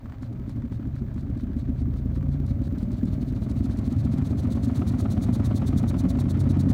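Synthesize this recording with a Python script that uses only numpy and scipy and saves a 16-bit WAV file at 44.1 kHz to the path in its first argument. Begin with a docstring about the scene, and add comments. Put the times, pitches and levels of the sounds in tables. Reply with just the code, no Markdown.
"""In a carpeted room, a vibration therapy platform runs up to speed under bare feet, heard from above.
Its crank thuds the foot plates twice a turn into a hollow housing, and overtones swell as they climb
through its resonances. A slower stroke thumps, clacks and rubs the plates on their fabric edging
with a scratchy, rhythmic hiss, while loose parts buzz and the mounts tick.
Under it all are a faint gear tone and the thin whistle of the motor's switching supply."""
import sys
import numpy as np
from scipy import signal
from scipy.fft import rfft, irfft, next_fast_len
from scipy.io import wavfile
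from scipy.ndimage import uniform_filter1d, map_coordinates

SR = 44100
rng = np.random.default_rng(int(sys.argv[2]) if len(sys.argv) > 2 else 0)


def generate_wav(signal):
    """Clip the signal to [-1, 1] and save it as 16-bit WAV at the path in sys.argv[1]."""
    frames = np.transpose(np.atleast_2d(signal))
    scaled = np.clip(frames, -1, 1) * 32767
    pcm = np.round(scaled).astype(np.int16)
    wavfile.write(sys.argv[1], SR, pcm)


N = 296966
TIME = np.arange(N) / SR
CRUISE_SPEED, TURNS_PER_STROKE = 12, 1.53  # speeds are in crank turns per second
DOWN_PLACE, RETURN_PLACE = .225, .725  # the ends of the plates' travel [turns]


def amp(db):
    """Decibels to gain."""
    return 10 ** (np.asarray(db) / 20)


def unit(x):
    """Scaled to rms 1."""
    return x / np.sqrt(np.mean(x ** 2) + 1e-20)


def curves(rows):
    """One value per sample for each column after the time."""
    s, *cols = np.transpose(rows)
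    return [np.interp(TIME, s, c) for c in cols]


def wobble(rate):
    """A smooth random curve, rate knots a second."""
    return map_coordinates(rng.standard_normal(int(N * rate / SR) + 4), [TIME * rate])


def filtered(x, response):
    """x times a complex response of frequency."""
    m = 2 * next_fast_len(N // 2 + SR // 2)
    return irfft(rfft(x, m) * response(np.fft.rfftfreq(m, 1 / SR)), m)[:N]


def coloured(x, points):
    """x through a causal EQ drawn as (frequency [Hz], gain [dB]) points."""
    def response(hz):
        f, db = np.transpose(points)
        cepstrum = irfft(np.log(amp(np.interp(np.log(hz + 1), np.log(f), db))))
        cepstrum[1:len(hz) - 1] *= 2
        cepstrum[len(hz):] = 0
        return np.exp(rfft(cepstrum))
    return filtered(x, response)


def blows(cycles, place, scatter_db, jitter_s):
    """One blow per cycle at the given place, each a little different in size and time."""
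    at = np.flatnonzero(np.diff(np.floor(cycles - place)) > 0)
    size, late = rng.standard_normal((len(at), 2)).T
    onsets = np.clip(at + late * jitter_s * SR, 0, N - 1).astype(int)
    return np.bincount(onsets, amp(scatter_db * size), N)


def contact(cycles, place, length):
    """A rounded gate that opens once per cycle."""
    off = (cycles - place + .5) % 1 - .5
    return np.exp(-.5 * np.abs(off / length) ** 3)


def grains(rate, spread_db):
    """Random tiny impacts of uneven size, rms 1."""
    impacts = (rng.random(N) < rate / SR) * rng.choice([-1, 1], N)
    return unit(impacts * amp(spread_db * rng.standard_normal(N)))


def bursts(rows, rise_s):
    """An envelope with one quick swell and decay for each (time [s], level [dB]) row."""
    out, u = np.zeros(N + SR), np.arange(SR // 10) / SR / rise_s
    for s, db in rows:
        out[round(s * SR):][:len(u)] += amp(db) * u * np.exp(1 - u)
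    return out[:N]


def levelled(gate):
    """A gate scaled to a mean power of 1 over half a second."""
    return gate / np.sqrt(uniform_filter1d(uniform_filter1d(gate ** 2, SR // 2), SR // 4))


def step(x, middle, spread):
    """A soft step from 0 to 1 as x passes the middle."""
    return .5 + .5 * np.tanh((x - middle) / (2 * spread))


def growing(speed, cruise_db, doubling_db):
    """Gain of a part that is shaken harder with every doubling of speed."""
    return amp(cruise_db + doubling_db * np.log2(speed / CRUISE_SPEED))


def waking(speed, slow_db, rise_db, middle, spread):
    """Gain of a part that shakes loose around the middle speed."""
    return amp(slow_db + rise_db * step(speed, middle, spread))


def resonance(x, modes):
    """Gain as a frequency or speed x passes the (centre, half width, level [dB]) resonances."""
    return sum(amp(db) / (1 + ((x - centre) / width) ** 2) for centre, width, db in modes)


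def thuds(turns, speed):
    """The plates land a firm, damped thud on every downstroke and a lighter one on the return."""
    # round, boxy thud: (frequency [Hz], gain [dB])
    thud_eq = [(70, -42.5), (140, -14.5), (185, -0.5), (215, 5.5), (255, -0.5), (290, -2), (320, -9),
               (400, -18.5), (480, -25.5), (900, -53.5), (3000, -120)]
    down = blows(turns, DOWN_PLACE, scatter_db=1.8, jitter_s=.00022)
    back = amp(-3) * blows(turns, RETURN_PLACE, scatter_db=2.5, jitter_s=.0003)
    thudding = unit(coloured((down + back) / np.sqrt(speed), thud_eq))
    return growing(speed, cruise_db=-32.5, doubling_db=8.5) * thudding


def crank(turns, speed):
    """The crank knocks the hollow body twice a turn: one steady blow, one more uneven."""
    down = blows(turns, .25, scatter_db=.67, jitter_s=.00024)
    up = blows(turns, .76, scatter_db=3.5, jitter_s=.00027)
    knocks = down + amp(-9) * coloured(up, [(50, -6), (100, 10.5), (200, 7.5), (400, -8)])
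    return growing(speed, cruise_db=-34, doubling_db=8.9) * unit(body(knocks / np.sqrt(speed)))


def body(x, cut_hz=37):
    """Plates and housing boom at their low resonances; the deepest bass does not radiate."""
    # body modes: (frequency [Hz], width [Hz], level [dB])
    modes = [(51.4, 17.8, 1), (83, 16.2, 1), (102, 8.24, 3.5), (107.6, 11.84, 4), (139.6, 9.4, 2.5)]

    def response(f):
        boom = sum((-1) ** k * amp(db) * 1j * f * width / (hz * hz - f * f + 1j * f * width)
                   for k, (hz, width, db) in enumerate(modes))
        return boom * f ** 2 / (f ** 2 - cut_hz ** 2 - 1j * np.sqrt(2) * f * cut_hz)
    return filtered(x, response)


def hum(turns, speed, belt_order=24):
    """Overtones sing out in turn as they cross the resonances of plates, frame and belt."""
    # swells of the sprung plates: (crank order, frequency [Hz], half width [Hz], level [dB])
    plate_swells = [(6, 51.1, 6.5, -30), (9, 78.3, 9.5, -27.5), (10, 76, 4.4, -33.5), (9, 105.6, 6.4, -32),
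                    (5, 52.7, 5, -32.5), (7, 80, 4.8, -42), (7, 88.8, 10, -28.5), (8, 95, 3.8, -30),
                    (6, 94.5, 7.9, -21.5), (4, 59, 5.6, -33.5)]
    # overtones that drive the frame: (crank order, level [dB])
    frame_drive = [(9, -21.5), (10, -35), (12, -29.5), (14, -35), (16, -36.5), (18, -36.5), (20, -33),
                   (22, -37)]
    # frame and belt resonances: (frequency [Hz], half width [Hz], level [dB])
    frame_modes = [(138.1, 5.8, -0.5), (209, 7.2, -6.5), (264, 5.6, -2)]
    belt_mode = [(137.2, 7.6, 0)]

    def overtone(order, modes):
        return np.cos(2 * np.pi * order * (turns - .27)) * resonance(order * speed, modes)
    plates = sum(overtone(order, [mode]) for order, *mode in plate_swells)
    frame = sum(amp(db) * overtone(order, frame_modes) for order, db in frame_drive)
    per_turn = belt_order / TURNS_PER_STROKE
    belt = amp(-27) * np.cos(2 * np.pi * per_turn * turns) * resonance(per_turn * speed, belt_mode)
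    return plates + frame + belt


def housing(turns, strokes, speed):
    """The loaded plates jostle on their mounts and thump where the stroke reverses."""
    # deep rumble and hollow shell: (frequency [Hz], gain [dB])
    rumble_eq = [(15, -85.5), (30, -30.5), (50, -7.5), (85, 0.5), (113, 2), (127, 1), (138, 0), (149, -20),
                 (175, -16), (300, -89.5)]
    shell_eq = [(100, -43.5), (160, -21), (180, 2.5), (200, -1.5), (265, 1.5), (295, -3.5), (312, -7),
                (330, -11), (342, -18), (395, -15), (450, -26), (700, -76)]
    rumble = unit(coloured(grains(500, spread_db=1), rumble_eq))
    reversal = .41 + .04 * (speed - CRUISE_SPEED)  # later in the stroke as the speed grows
    by_crank = contact(turns, DOWN_PLACE, length=.072) + .5 * contact(turns, RETURN_PLACE, length=.071)
    jolts = .6 + by_crank + .45 * contact(strokes, reversal + .06, length=.12)
    chatter = unit(coloured(levelled(jolts) * grains(1200, spread_db=1), shell_eq))
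    thumps = unit(coloured(blows(strokes, reversal, scatter_db=1.5, jitter_s=.002), shell_eq))
    return (growing(speed, cruise_db=-31, doubling_db=3.2) * rumble
            + growing(speed, cruise_db=-33, doubling_db=7.3) * chatter
            + growing(speed, cruise_db=-38.5, doubling_db=12.4) * thumps)


def slack_force(strokes, speed):
    """The drive's slack strikes and rebounds once a stroke, most near one speed, with a few hard hits."""
    # where the slack clacks most: (speed [turns/s], half width [turns/s], level [dB])
    clack_peak = [(13.68, 1.76, -40)]
    # hard accents: (time [s], relative level [dB])
    accents = [(4.574, -33), (4.817, -28.5), (4.999, -33), (5.053, -28), (5.399, -32), (5.511, -32),
               (5.621, -41), (5.94, -28), (6.049, -30), (6.716, -35)]
    strike = contact(strokes, .503, length=.055)
    rebound = amp(-7.5) * contact(strokes, .063, length=.053)
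    regular = resonance(speed, clack_peak) * (strike + rebound)
    return np.maximum(regular, amp(-9) * bursts(accents, rise_s=.004))


def rattle(turns, strokes, speed):
    """The drive clacks, loose parts buzz, and the panel shakes after each thud and with each clack."""
    # hard clack, bright buzz and mid-range panel: (frequency [Hz], gain [dB])
    clack_eq = [(300, -15), (450, 5.5), (700, 9.5), (950, 2), (1300, 3.5), (1700, -7.5), (2300, -11),
                (3100, -14), (4500, -23), (12000, -55)]
    buzz_eq = [(400, -21.5), (750, 9.5), (1000, 6), (1300, 6.5), (1700, -2), (2150, -1), (2800, -7.5),
               (4500, -16), (8000, -25.5), (15000, -60)]
    panel_eq = [(280, -30.5), (375, 10), (440, 6), (500, 5), (560, 11), (620, 8.5), (710, 6), (800, -3.5),
                (1100, -39.5)]
    force = slack_force(strokes, speed)
    clack = force * unit(coloured(grains(6000, spread_db=1), clack_eq))
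    buzz = unit(coloured(amp(2.56 * wobble(90)) * grains(2000, spread_db=-1.5), buzz_eq))
    after_thuds = 1 + .51 * (contact(turns, .36, length=.13) + contact(turns, .81, length=.073))
    shaking = after_thuds * np.sqrt(1 + .35 * unit(force))
    panel = unit(coloured(shaking * grains(1500, spread_db=2), panel_eq))
    return (clack + waking(speed, slow_db=-60.5, rise_db=9.5, middle=11.5, spread=1.14) * buzz
            + waking(speed, slow_db=-56, rise_db=10, middle=10.5, spread=1.05) * panel)


def rubbing(strokes, speed):
    """The plates brush their fabric edging once a stroke: dull and scratchy when slow, then hissy."""
    # where the first plate rubs: (time [s], place [strokes])
    rub_place = [(0, 0.895), (3, 0.86), (4.5, 1.04), (5.7, 1), (6.73, 0.95)]
    # how hard the plates press on the edging: (time [s], level [dB])
    pressure = [(0, -74.5), (1.1, -73.5), (2.2, -72), (2.9, -68), (4, -63), (4.8, -55.5), (5.7, -53.5),
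                (6.73, -56.5)]
    # fibre hiss, dull scuff and squeaky crest: (frequency [Hz], gain [dB])
    hiss_eq = [(1500, -32), (3000, -10), (3600, 6), (4300, 5.5), (5000, -2), (6200, 2), (7600, -2),
               (9000, -1), (10300, -9.5), (11400, -4), (13500, -13), (15800, -8)]
    scuff_eq = [(2500, -6), (3500, -3.5), (4300, 1.5), (5000, -8), (7000, -19), (12000, -59)]
    squeak_eq = [(4000, -32), (7500, -12), (9000, 0), (10300, -2), (11400, -20), (13500, -13), (15800, -12)]
    first_place, = curves(rub_place)
    rub_db, = curves(pressure)
    slipping = step(speed, 9.73, spread=.35)  # the second plate slips out of step...
    fast = step(speed, 11.85, spread=.75)  # ...then stops rubbing
    slow = 1 - fast
    second_place = rub_place[0][1] - .53 * slipping
    second_rub = amp(1) * slow * contact(strokes, second_place, length=.087)
    length = .11 + .01 * fast
    gate = np.hypot(contact(strokes, first_place, length), second_rub)
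    brush = np.hypot(gate, amp(-6.5 - 14 * fast))  # light brushing between the rubs
    sticking = slow * np.minimum(gate, 1)
    scratch = (1 - sticking) * amp(.8 * wobble(120)) + sticking * stick_slip()
    fibres = brush * unit(coloured(grains(14000, spread_db=3.5), hiss_eq))
    scuff = amp(2 + slipping) * slow * gate * unit(coloured(grains(5400, spread_db=5), scuff_eq))
    mid_rub = contact(strokes, first_place + .01, .56 * length)
    squeak = amp(-9) * mid_rub * unit(coloured(grains(7700, spread_db=1), squeak_eq))
    return amp(rub_db) * levelled(brush) / brush * (scratch * (fibres + squeak) + scuff)


def stick_slip(slips_per_s=81, decay_s=.012, slide=.31):
    """A train of tiny slips at an uneven rate over smooth sliding, rms 1."""
    cycles = np.cumsum(slips_per_s * amp(3 * wobble(50))) / SR
    slips = blows(cycles, 0, scatter_db=2, jitter_s=.001)
    return unit(slide + signal.lfilter([1], [1, -np.exp(-1 / (decay_s * SR))], slips))


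def catches():
    """Crisp little snaps where the edging catches on a plate and lets go."""
    # fabric snaps: (time [s], relative level [dB])
    snaps = [(0.2218, -50), (0.3271, -53.5), (0.4922, -48), (0.7227, -58), (0.9537, -56), (1.1398, -53),
             (1.2072, -53), (1.3727, -53), (2.154, -52), (2.2257, -60), (2.4622, -47), (2.781, -47),
             (2.9147, -47), (3.052, -49), (3.215, -49), (3.496, -46), (3.5106, -46), (3.6385, -47),
             (3.6544, -44), (3.7707, -46), (3.7873, -43), (3.9229, -42), (4.0481, -47), (4.1808, -46)]
    # their crisp top: (frequency [Hz], gain [dB])
    snap_eq = [(2000, -25), (3800, 6), (7000, 2), (10000, -2), (12500, -7), (15800, -19)]
    return amp(-10.5) * bursts(snaps, rise_s=.0028) * unit(coloured(rng.standard_normal(N), snap_eq))


def ticks(t60_s=.03):
    """Dry ticks from the mounts while the plates still move slowly."""
    # single ticks: (time [s], relative level [dB])
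    cues = [(0.058, -45), (0.098, -45.5), (0.123, -43.5), (0.2315, -42), (0.327, -59), (0.4625, -50),
            (0.4947, -49), (0.622, -44), (0.724, -44), (0.964, -47), (1.18, -47), (1.2705, -50),
            (1.399, -46), (1.468, -52), (1.5943, -57), (1.8565, -53), (2.1618, -47), (2.2107, -47),
            (2.2275, -44.5)]
    # their dry click: (frequency [Hz], gain [dB])
    tick_eq = [(400, -18), (900, 10.5), (1600, 8), (2400, -3), (4500, -16), (9000, -21), (15000, -41)]
    out, t = np.zeros(N + SR), np.arange(SR // 10) / SR
    for s, db in cues:
        snap = 9 * (t == 0) + .9 * amp(-60 * t / t60_s) * rng.standard_normal(len(t))
        out[round(s * SR):][:len(t)] += amp(db) * snap
    return coloured(out[:N], tick_eq)


def gear(turns, speed, order=60, panel_hz=570, half_width_hz=70):
    """The meshing teeth sing faintly as their pitch crosses a panel resonance."""
    near_panel = 1 / (1 + ((order * speed - panel_hz) / half_width_hz) ** 4)
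    mesh = np.sin(2 * np.pi * order * turns + 1.1 * wobble(45))
    return amp(-53.5 + 2.7 * wobble(45)) * near_panel * mesh


def bearing():
    """A fine, steady crackle from the bearing."""
    # its narrow ring: (frequency [Hz], gain [dB])
    ring_eq = [(700, -22), (1200, -10), (1600, 14), (1900, 0), (2300, -14), (3200, -5), (8000, -21)]
    return amp(-68) * unit(coloured(grains(160, spread_db=4.5), ring_eq))


def whistle(turns, switch_hz=15000, supply_order=8):
    """The motor's switching supply whistles in two thin tones that spread apart with speed."""
    # whistle fader: (time [s], level [dB])
    fader = [(0, -73), (1.3, -72), (3.2, -67.5), (5, -75), (6.73, -79)]
    level_db, = curves(fader)
    carrier = np.sin(2 * np.pi * switch_hz * TIME + .7 * wobble(110))
    return amp(level_db + 1.7 * wobble(22)) * carrier * np.sin(2 * np.pi * supply_order * turns)


def room(x):
    """The short, dull reverb of a carpeted room; the lows ring longest, with the deep bass turned down."""
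    # reverb decay: (frequency [Hz], time to fall 60 dB [s])
    decay = [(100, 0.71), (500, 0.13), (4000, 0.059), (15000, 0.11)]
    hz, t, noise = signal.stft(rng.standard_normal(SR // 3), SR, nperseg=256)
    t60 = np.interp(hz, *np.transpose(decay))
    tail = signal.istft(noise * amp(-60 * t / t60[:, None]), SR, nperseg=256)[1]
    bass_cut = signal.butter(2, 160, "high", fs=SR)
    return signal.lfilter(*bass_cut, signal.fftconvolve(x, tail / np.linalg.norm(tail))[:N])


def scene():
    """The crank takes up the load and speeds up; knocks and clatter feed the room."""
    # the crank's run-up: (time [s], speed [turns/s])
    run_up = [(0, 5.338), (7, 16.094)]
    speed, = curves(run_up)
    turns = np.cumsum(speed) / SR
    strokes = turns / TURNS_PER_STROKE
    unloaded = 1 - step(TIME, .27, spread=.0066)  # softer until the drive takes up the load
    knocking = crank(turns, speed) + thuds(turns, speed) + housing(turns, strokes, speed)
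    knocking *= amp(-3.5 * unloaded)
    clatter = amp(-.5 * unloaded) * rattle(turns, strokes, speed) + ticks() + bearing()
    fabric = rubbing(strokes, speed) + catches()
    tones = hum(turns, speed) + gear(turns, speed) + whistle(turns)
    reverb = room(amp(-12) * (knocking + clatter))
    return (knocking + clatter + fabric + tones + reverb)[None]


def record(dry, top_hz=15830):
    """A brick-wall low-pass takes off the very top of the treble."""
    return np.array([filtered(x, lambda hz: hz < top_hz) for x in dry])


dry = scene()
out = record(dry)
generate_wav(out)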